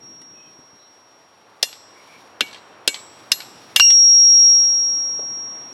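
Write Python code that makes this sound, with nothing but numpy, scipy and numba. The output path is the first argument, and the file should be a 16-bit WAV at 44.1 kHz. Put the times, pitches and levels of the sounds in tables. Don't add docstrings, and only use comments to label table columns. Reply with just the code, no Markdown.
import sys
import numpy as np
from scipy import signal
from scipy.fft import rfft, irfft, next_fast_len
from scipy.io import wavfile
from scipy.ndimage import map_coordinates
from numba import njit

SR = 44100
rng = np.random.default_rng(int(sys.argv[2]) if len(sys.argv) > 2 else 0)


def digitize_waveform(pressure):
    field = np.atleast_2d(pressure).T
    bounded = np.clip(field, -1, 1)
    quanta = np.round(bounded * 32767).astype(np.int16)
    wavfile.write(sys.argv[1], SR, quanta)


N = 252681
TIME = np.arange(N) / SR
AGE = TIME[:SR]

# (time [s], strength [dB], force passed on to the anvil [dB],
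#   the spot's lift of the low anvil modes [dB], clank tilt [dB/octave], clank centre [Hz],
#   knock centre [Hz], favoured high anvil mode [Hz], rod note [Hz])
BLOWS = [(1.6273, -7.5, 1, 3.5, 2.5, 4800, 606, 8955, 3445),
         (2.407, -5, -6, 5, -5.5, 2896, 310, 3900, 2260), (2.8760, -5, 0.5, -8, 2.5, 3450, 420, 7400, 2260),
         (3.3170, -5, 1.5, -6.5, 1.5, 5200, 1750, 11400, 4200),
         (3.7610, -4, 8, 4, 3, 2850, 810, 11490, 2273)]
# (time [s], level [dB], tilt [dB/octave], loss per rebound [dB])
LANDINGS = [(1.728, -30, -3, 17), (2.529, -27, -5, 3.5), (2.943, -20, -4, 10), (3.403, -22.5, -2.5, 8.5),
            (3.903, -7.5, 1.5, 18)]
# (time [s], level [dB], tilt [dB/octave])
TICKS = [(0.216, -43, 8), (4.637, -36, -17), (5.193, -42, -10)]
# (time [s], level [dB], centre [Hz])
BUMPS = [(0.334, -48, 330), (0.589, -42.5, 232), (0.731, -47, 197), (5.191, -30.5, 515), (5.228, -34, 556)]
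# (time [s], added loss [dB/s])
LEANS = [(4.45, 6.5), (5.421, 15)]
# (frequency [Hz], level [dB], t60 [s])
LOW_MODES = [(2771, -2, .24), (2824, 0, .19), (4212, -17, .14), (4224, -28, .6), (4598, -27, .3),
             (4845, -23, .14)]
# (frequency [Hz], level [dB], t60 [s])
HIGH_MODES = [(3967, -15, .6), (4200, -4, .42), (4334, -15, .4), (6013, -6, .35), (6638, -5, .33),
              (7160, 0, .24), (7391, -9.5, .7), (7736, -8, .72), (8027, -8.5, .78), (8955, -9, .18),
              (10220, -12, .28), (10570, -14, .33), (11490, -3, .3), (11900, -11, .1), (12590, -26, .5),
              (12825, -20, .5), (15320, -5, .065)]
# (frequency [Hz], level [dB], t60 [s])
CLANK_MODES = [(1705, -13, .06), (1924, -11, .06), (2370, -10, .06), (2770, 0, .06), (3400, -4, .06),
               (3690, -3, .055), (4209, -4, .07), (5130, -3, .05), (5315, -3, .05), (6120, -2, .045),
               (7570, -11, .045), (8740, -12, .04)]
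# (frequency [Hz], density [dB per Hz])
CRACK = [(40, -40), (300, -26.5), (1100, -15.5), (1650, -2.5), (2100, -7.5), (2800, 2.5), (5000, -0.5),
         (6800, -6), (10000, -9), (13000, -18), (16000, -30.5)]
# (frequency [Hz], density [dB per Hz])
ROD = [(150, -25), (700, -8), (1800, -8), (2800, -5), (4400, 1.5), (6000, -11), (10000, -18),
       (16000, -43.5)]
# (frequency [Hz], t60 [s])
YARD = [(100, 1.7), (1000, 2.9), (3000, 1.45), (6000, 1.4), (16000, 0.1)]
# (time [s], length [s], centre [Hz], spread [Hz], level [dB])
BIRDS = [(0.317, 0.22, 2555, 110, -58), (0.332, 0.22, 3160, 150, -63.5), (0.762, 0.14, 4000, 264, -60),
         (1.927, 0.13, 2240, 200, -55), (2.066, 0.15, 2300, 220, -51.5), (4.381, 0.15, 2325, 217, -55.5)]
# (frequency [Hz], density [dB per Hz])
AIR = [(25, -44.5), (63, -18.5), (100, -4.5), (170, -13), (310, -2), (500, 0.5), (1080, 1), (1600, -5.5),
       (2600, -12), (4500, -24), (8000, -35), (16000, -53.5)]
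# (frequency [Hz], density [dB per Hz])
RUMBLE = [(40, -37), (110, -5), (190, -1.5), (320, 0), (500, -17), (1200, -41.5)]
# (frequency [Hz], density [dB per Hz])
HISS = [(500, -26.5), (2000, 1.5), (4000, 3.5), (8000, -9.5), (11000, -9.5), (16000, -25)]
# (time [s], standard deviation of the bell [s], level [dB])
GUSTS = [(0.05, .36, -53.5), (3.75, 0.57, -55), (5.25, .8, -52)]
# (time [s], standard deviation of the bell [s], level [dB])
RUSTLES = [(2.13, 0.14, -55.5), (3.2, 0.11, -56), (3.66, 0.18, -53.5), (4.4, 0.18, -60.5), (5.65, .17, -59)]

DROP_S = 3.7977
TOUCH_DB = -6
KNOCK_DB, LOW_DB, HIGH_DB, SING_DB = -25, -36.5, -38, -49
KNOCK_GROWS = .6
ROD_NOTE_DB, ROD_NOTE_DB_PER_OCTAVE = -25.5, -13.5
SING_HZ, SING_START_DB, DROP_SING_DB = 5610.7, -39, 3
SING_LOSS_DB_PER_S, WAVER_DB, WAVER_PER_S = 14.5, 0.73, 9
REBOUND_S, REBOUND_SHRINK = .016, .88
RATTLE_FROM_S, RATTLE_TO_S, RATTLE_DB = 0.039, 0.14, -33
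FAR_DB, NEAR_DB = -55, -47.5
NEARING_S, NEARING_TAKES_S = 1.79, 0.25
RUMBLE_UNDER_DB, LEAVES_DB = -14.5, -63
TOP_HZ = 15900


def hammer():
    out = np.zeros(N)
    for s, db, passed_db, _, tilt_db, centre_hz, knock_hz, _, _ in BLOWS:
        knock_db = KNOCK_DB + KNOCK_GROWS * passed_db
        out += strike(s, db + TOUCH_DB, db, tilt_db, centre_hz, knock_db, knock_hz)
    drop = strike(DROP_S, touch_db=0.5, slam_db=-9, tilt_db=-5.5, centre_hz=1700, knock_db=-7.5, knock_hz=1470)
    return out + drop


def strike(s, touch_db, slam_db, tilt_db, centre_hz, knock_db, knock_hz, slam_delay=0.0012):
    out = np.zeros(N)
    colour = colouring(tilt_db, centre_hz, boost_db=5.5, width=0.4)
    touch = noise(CRACK, SR, colour) * fade(t60=.008)
    crack = noise(CRACK, SR, colour) * fade(t60=.024)
    clank = amp(-13.5) * ring(CLANK_MODES, scatter_db=1.5, colour=colour)
    bent_rod = amp(-24.5) * ring(rod_modes(), scatter_db=3.0, colour=colour)
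    add(out, s, amp(touch_db) * touch)
    add(out, s + slam_delay, amp(slam_db) * (crack + clank + bent_rod))
    add(out, s, amp(knock_db) * knock(knock_hz, t60=32 / knock_hz))
    return out


def knock(hz, t60):
    hump = [(hz / 8, -45), (hz / 2, -13), (hz * .8, -1), (hz * 1.2, 0),
            (hz * 1.7, -11), (hz * 4, -35), (hz * 12, -70)]
    return noise(hump, SR) * fade(t60) * (1 - fade(t60=0.0069))


def anvil(lift_s=.0037):
    out = np.zeros(N)
    lift = 1 - fade(t60=.03)
    for s, _, passed_db, spot_db, _, _, _, favoured_hz, rod_hz in BLOWS:
        body = anvil_modes(LOW_DB + passed_db + spot_db, HIGH_DB + passed_db, favoured_hz)
        rod_db = ROD_NOTE_DB + ROD_NOTE_DB_PER_OCTAVE * np.log2(rod_hz / 2000)
        rod = amp(rod_db) * ring([(rod_hz, 0, .3)], scatter_db=2.0)
        add(out, s + lift_s, (body + rod) * lift)
    add(out, DROP_S + lift_s, anvil_modes(low_db=.5, high_db=-27.5, favoured_hz=8250) * lift)
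    return out


def anvil_modes(low_db, high_db, favoured_hz):
    favour = colouring(0, favoured_hz, boost_db=8, width=.09)
    low = amp(low_db) * ring(LOW_MODES, scatter_db=2.5)
    high = amp(high_db) * ring(HIGH_MODES, scatter_db=2, colour=favour)
    return low + high


def singing():
    loss_db = SING_LOSS_DB_PER_S * TIME
    for s, rate in LEANS:
        loss_db = loss_db + rate * np.maximum(TIME - s, 0)
    level_db = SING_START_DB - loss_db
    starts = [(s, SING_DB + passed_db) for s, _, passed_db, *_ in BLOWS]
    for s, sing_db in starts + [(DROP_S, DROP_SING_DB)]:
        start = round(s * SR)
        level_db[start:] = sing_db - (loss_db[start:] - loss_db[start])
    level = amp(level_db + WAVER_DB * wobble(WAVER_PER_S))
    step = 1 / (0.029 * SR)
    swing = signal.lfilter([step], [1, step - 1], level)
    return swing * np.sin(2 * np.pi * SING_HZ * TIME)


def chatter(count=5):
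    out = np.zeros(N)
    for s, db, tilt_db, loss_db in LANDINGS:
        for k in range(count):
            add(out, s, rod_touch(db - k * loss_db, tilt_db))
            s = s + REBOUND_S * REBOUND_SHRINK ** k
    for s, db, *_ in BLOWS[:4]:
        shares = (np.arange(count) + rng.random(count)) / count
        for delay in RATTLE_FROM_S + shares * (RATTLE_TO_S - RATTLE_FROM_S):
            add(out, s + delay, rod_touch(db + RATTLE_DB, tilt_db=-3.5))
    for s, db, *_ in BLOWS[1:4]:
        grit = unit(amp(3 * wobble(rate=250)[:SR])) * noise(ROD, SR)
        scrape = grit * fade(t60=0.54) * (1 - fade(t60=0.1))
        add(out, s + 0.045, amp(db - 42.5) * scrape)
    return out


def rod_touch(db, tilt_db):
    colour = colouring(tilt_db, centre_hz=3500, boost_db=1.5, width=1.0)
    tick = noise(ROD, SR, colour) * fade(t60=.04)
    clink = amp(-15.0) * ring(rod_modes(count=12), scatter_db=5, colour=colour)
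    return amp(db - 4.0) * (tick + clink) * (1 - fade(t60=0.0028))


def rod_modes(count=26):
    hz = 2 ** rng.uniform(np.log2(1400), np.log2(12000), count)
    db = np.interp(hz, *np.transpose(CRACK))
    return np.transpose([hz, db, rng.uniform(.05, 0.091, count)])


def handling():
    out = np.zeros(N)
    for s, db, tilt_db in TICKS:
        add(out, s, rod_touch(db, tilt_db))
    for s, db, hz in BUMPS:
        add(out, s, amp(db) * knock(hz, t60=0.064))
    return out


def yard(x):
    hz, t, z = signal.stft(rng.standard_normal((2, SR)), SR, nperseg=256)
    t60 = np.interp(hz, *np.transpose(YARD))
    decaying = z * amp(-60 * t / t60[:, None])
    tail = signal.istft(decaying, SR, nperseg=256)[1]
    tail = tail / np.linalg.norm(tail[0])
    mid, side = signal.fftconvolve(x[None], tail, axes=1)[:, :N]
    return np.array([mid + amp(-6.5) * side, mid - amp(-12) * side])


def birds():
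    out = np.zeros(N)
    for s, length, hz, spread_hz, db in BIRDS:
        arch = np.sin(np.linspace(0, np.pi, round(length * SR)))
        band = [(hz - 3 * spread_hz, -80), (hz - spread_hz, -14), (hz, 0),
                (hz + spread_hz, -14), (hz + 3 * spread_hz, -80)]
        add(out, s, amp(db) * arch * noise(band, SR)[:len(arch)])
    return out


def background():
    nearness = 1 / (1 + np.exp((NEARING_S - TIME) / NEARING_TAKES_S))
    rush_db = FAR_DB + (NEAR_DB - FAR_DB) * nearness
    rush = amp(rush_db + 0.4 * wobble(rate=9.6))
    rumble_level = np.sqrt(amp(rush_db + RUMBLE_UNDER_DB) ** 2 + swells(GUSTS))
    rumble = rumble_level * amp(1.4 * wobble(rate=33)) * noise(RUMBLE, N)
    hiss_level = np.sqrt(amp(LEAVES_DB) ** 2 + swells(RUSTLES))
    hiss = hiss_level * amp(1.1 * wobble(rate=82)) * noise(HISS, N)
    mid = rush * noise(AIR, N) + rumble + hiss
    side = amp(-19.0) * rush * noise(AIR, N)
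    return np.array([mid + side, mid - side])


def swells(rows):
    return sum((amp(db) * np.exp(-.5 * ((TIME - s) / width) ** 2)) ** 2 for s, width, db in rows)


def amp(db):
    return 10 ** (np.asarray(db) / 20)


def unit(x):
    return x / np.sqrt(np.mean(x ** 2) + 1e-20)


def wobble(rate):
    return map_coordinates(rng.standard_normal(int(N * rate / SR) + 4), [TIME * rate])


def noise(spectrum, size, colour=np.zeros_like):
    hz = np.fft.rfftfreq(size, 1 / SR)
    points_hz, db = np.transpose(spectrum)
    shape_db = np.interp(np.log(hz + 1), np.log(points_hz), db) + colour(hz)
    return unit(irfft(rfft(rng.standard_normal(size)) * amp(shape_db), size))


def colouring(tilt_db, centre_hz, boost_db, width):
    def colour(hz):
        treble_octaves = np.log2(np.maximum(hz / 2500, 1))
        hump = np.exp(-(np.log2((hz + 1) / centre_hz) / width) ** 2)
        return tilt_db * treble_octaves + boost_db * hump
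    return colour


def fade(t60):
    return amp(-60 * AGE / max(t60, .002))


def ring(modes, scatter_db, colour=np.zeros_like):
    hz, db, t60 = np.transpose(modes)
    db = db + scatter_db * rng.standard_normal(len(hz)) + colour(hz)
    gains = rng.choice([-1, 1], len(hz)) * amp(db)
    return sum(g * fade(t) * np.sin(2 * np.pi * f * AGE) for f, g, t in zip(hz, gains, t60))


def add(track, s, sound):
    part = track[round(s * SR):][:len(sound)]
    part += sound[:len(part)]


def scene():
    forge = hammer() + anvil() + singing() + chatter() + handling()
    direct = forge * amp([[.35], [-.35]])
    return direct + amp(-29.0) * yard(forge) + birds() + background()


@njit
def follow(level, attack, release):
    out, held = np.empty_like(level), 0.
    for i in range(len(level)):
        held += (level[i] - held) * (attack if level[i] > held else release)
        out[i] = held
    return out


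def record(dry, limit_db=-7, attack_s=0.0022, release_s=0.026, low_cut_hz=70, lopsided=0.0049):
    level = follow(np.abs(dry).mean(axis=0), 1 / (attack_s * SR), 1 / (release_s * SR))
    held = np.clip(dry / np.maximum(1, level / amp(limit_db)), -1, 1)
    held = held + lopsided * held ** 2
    held = signal.sosfilt(signal.butter(2, low_cut_hz, "high", fs=SR, output="sos"), held)
    size = next_fast_len(N + SR // 2)
    in_band = np.fft.rfftfreq(size, 1 / SR) < TOP_HZ
    return irfft(rfft(held, size) * in_band, size)[:, :N]


dry = scene()
out = record(dry)
digitize_waveform(out)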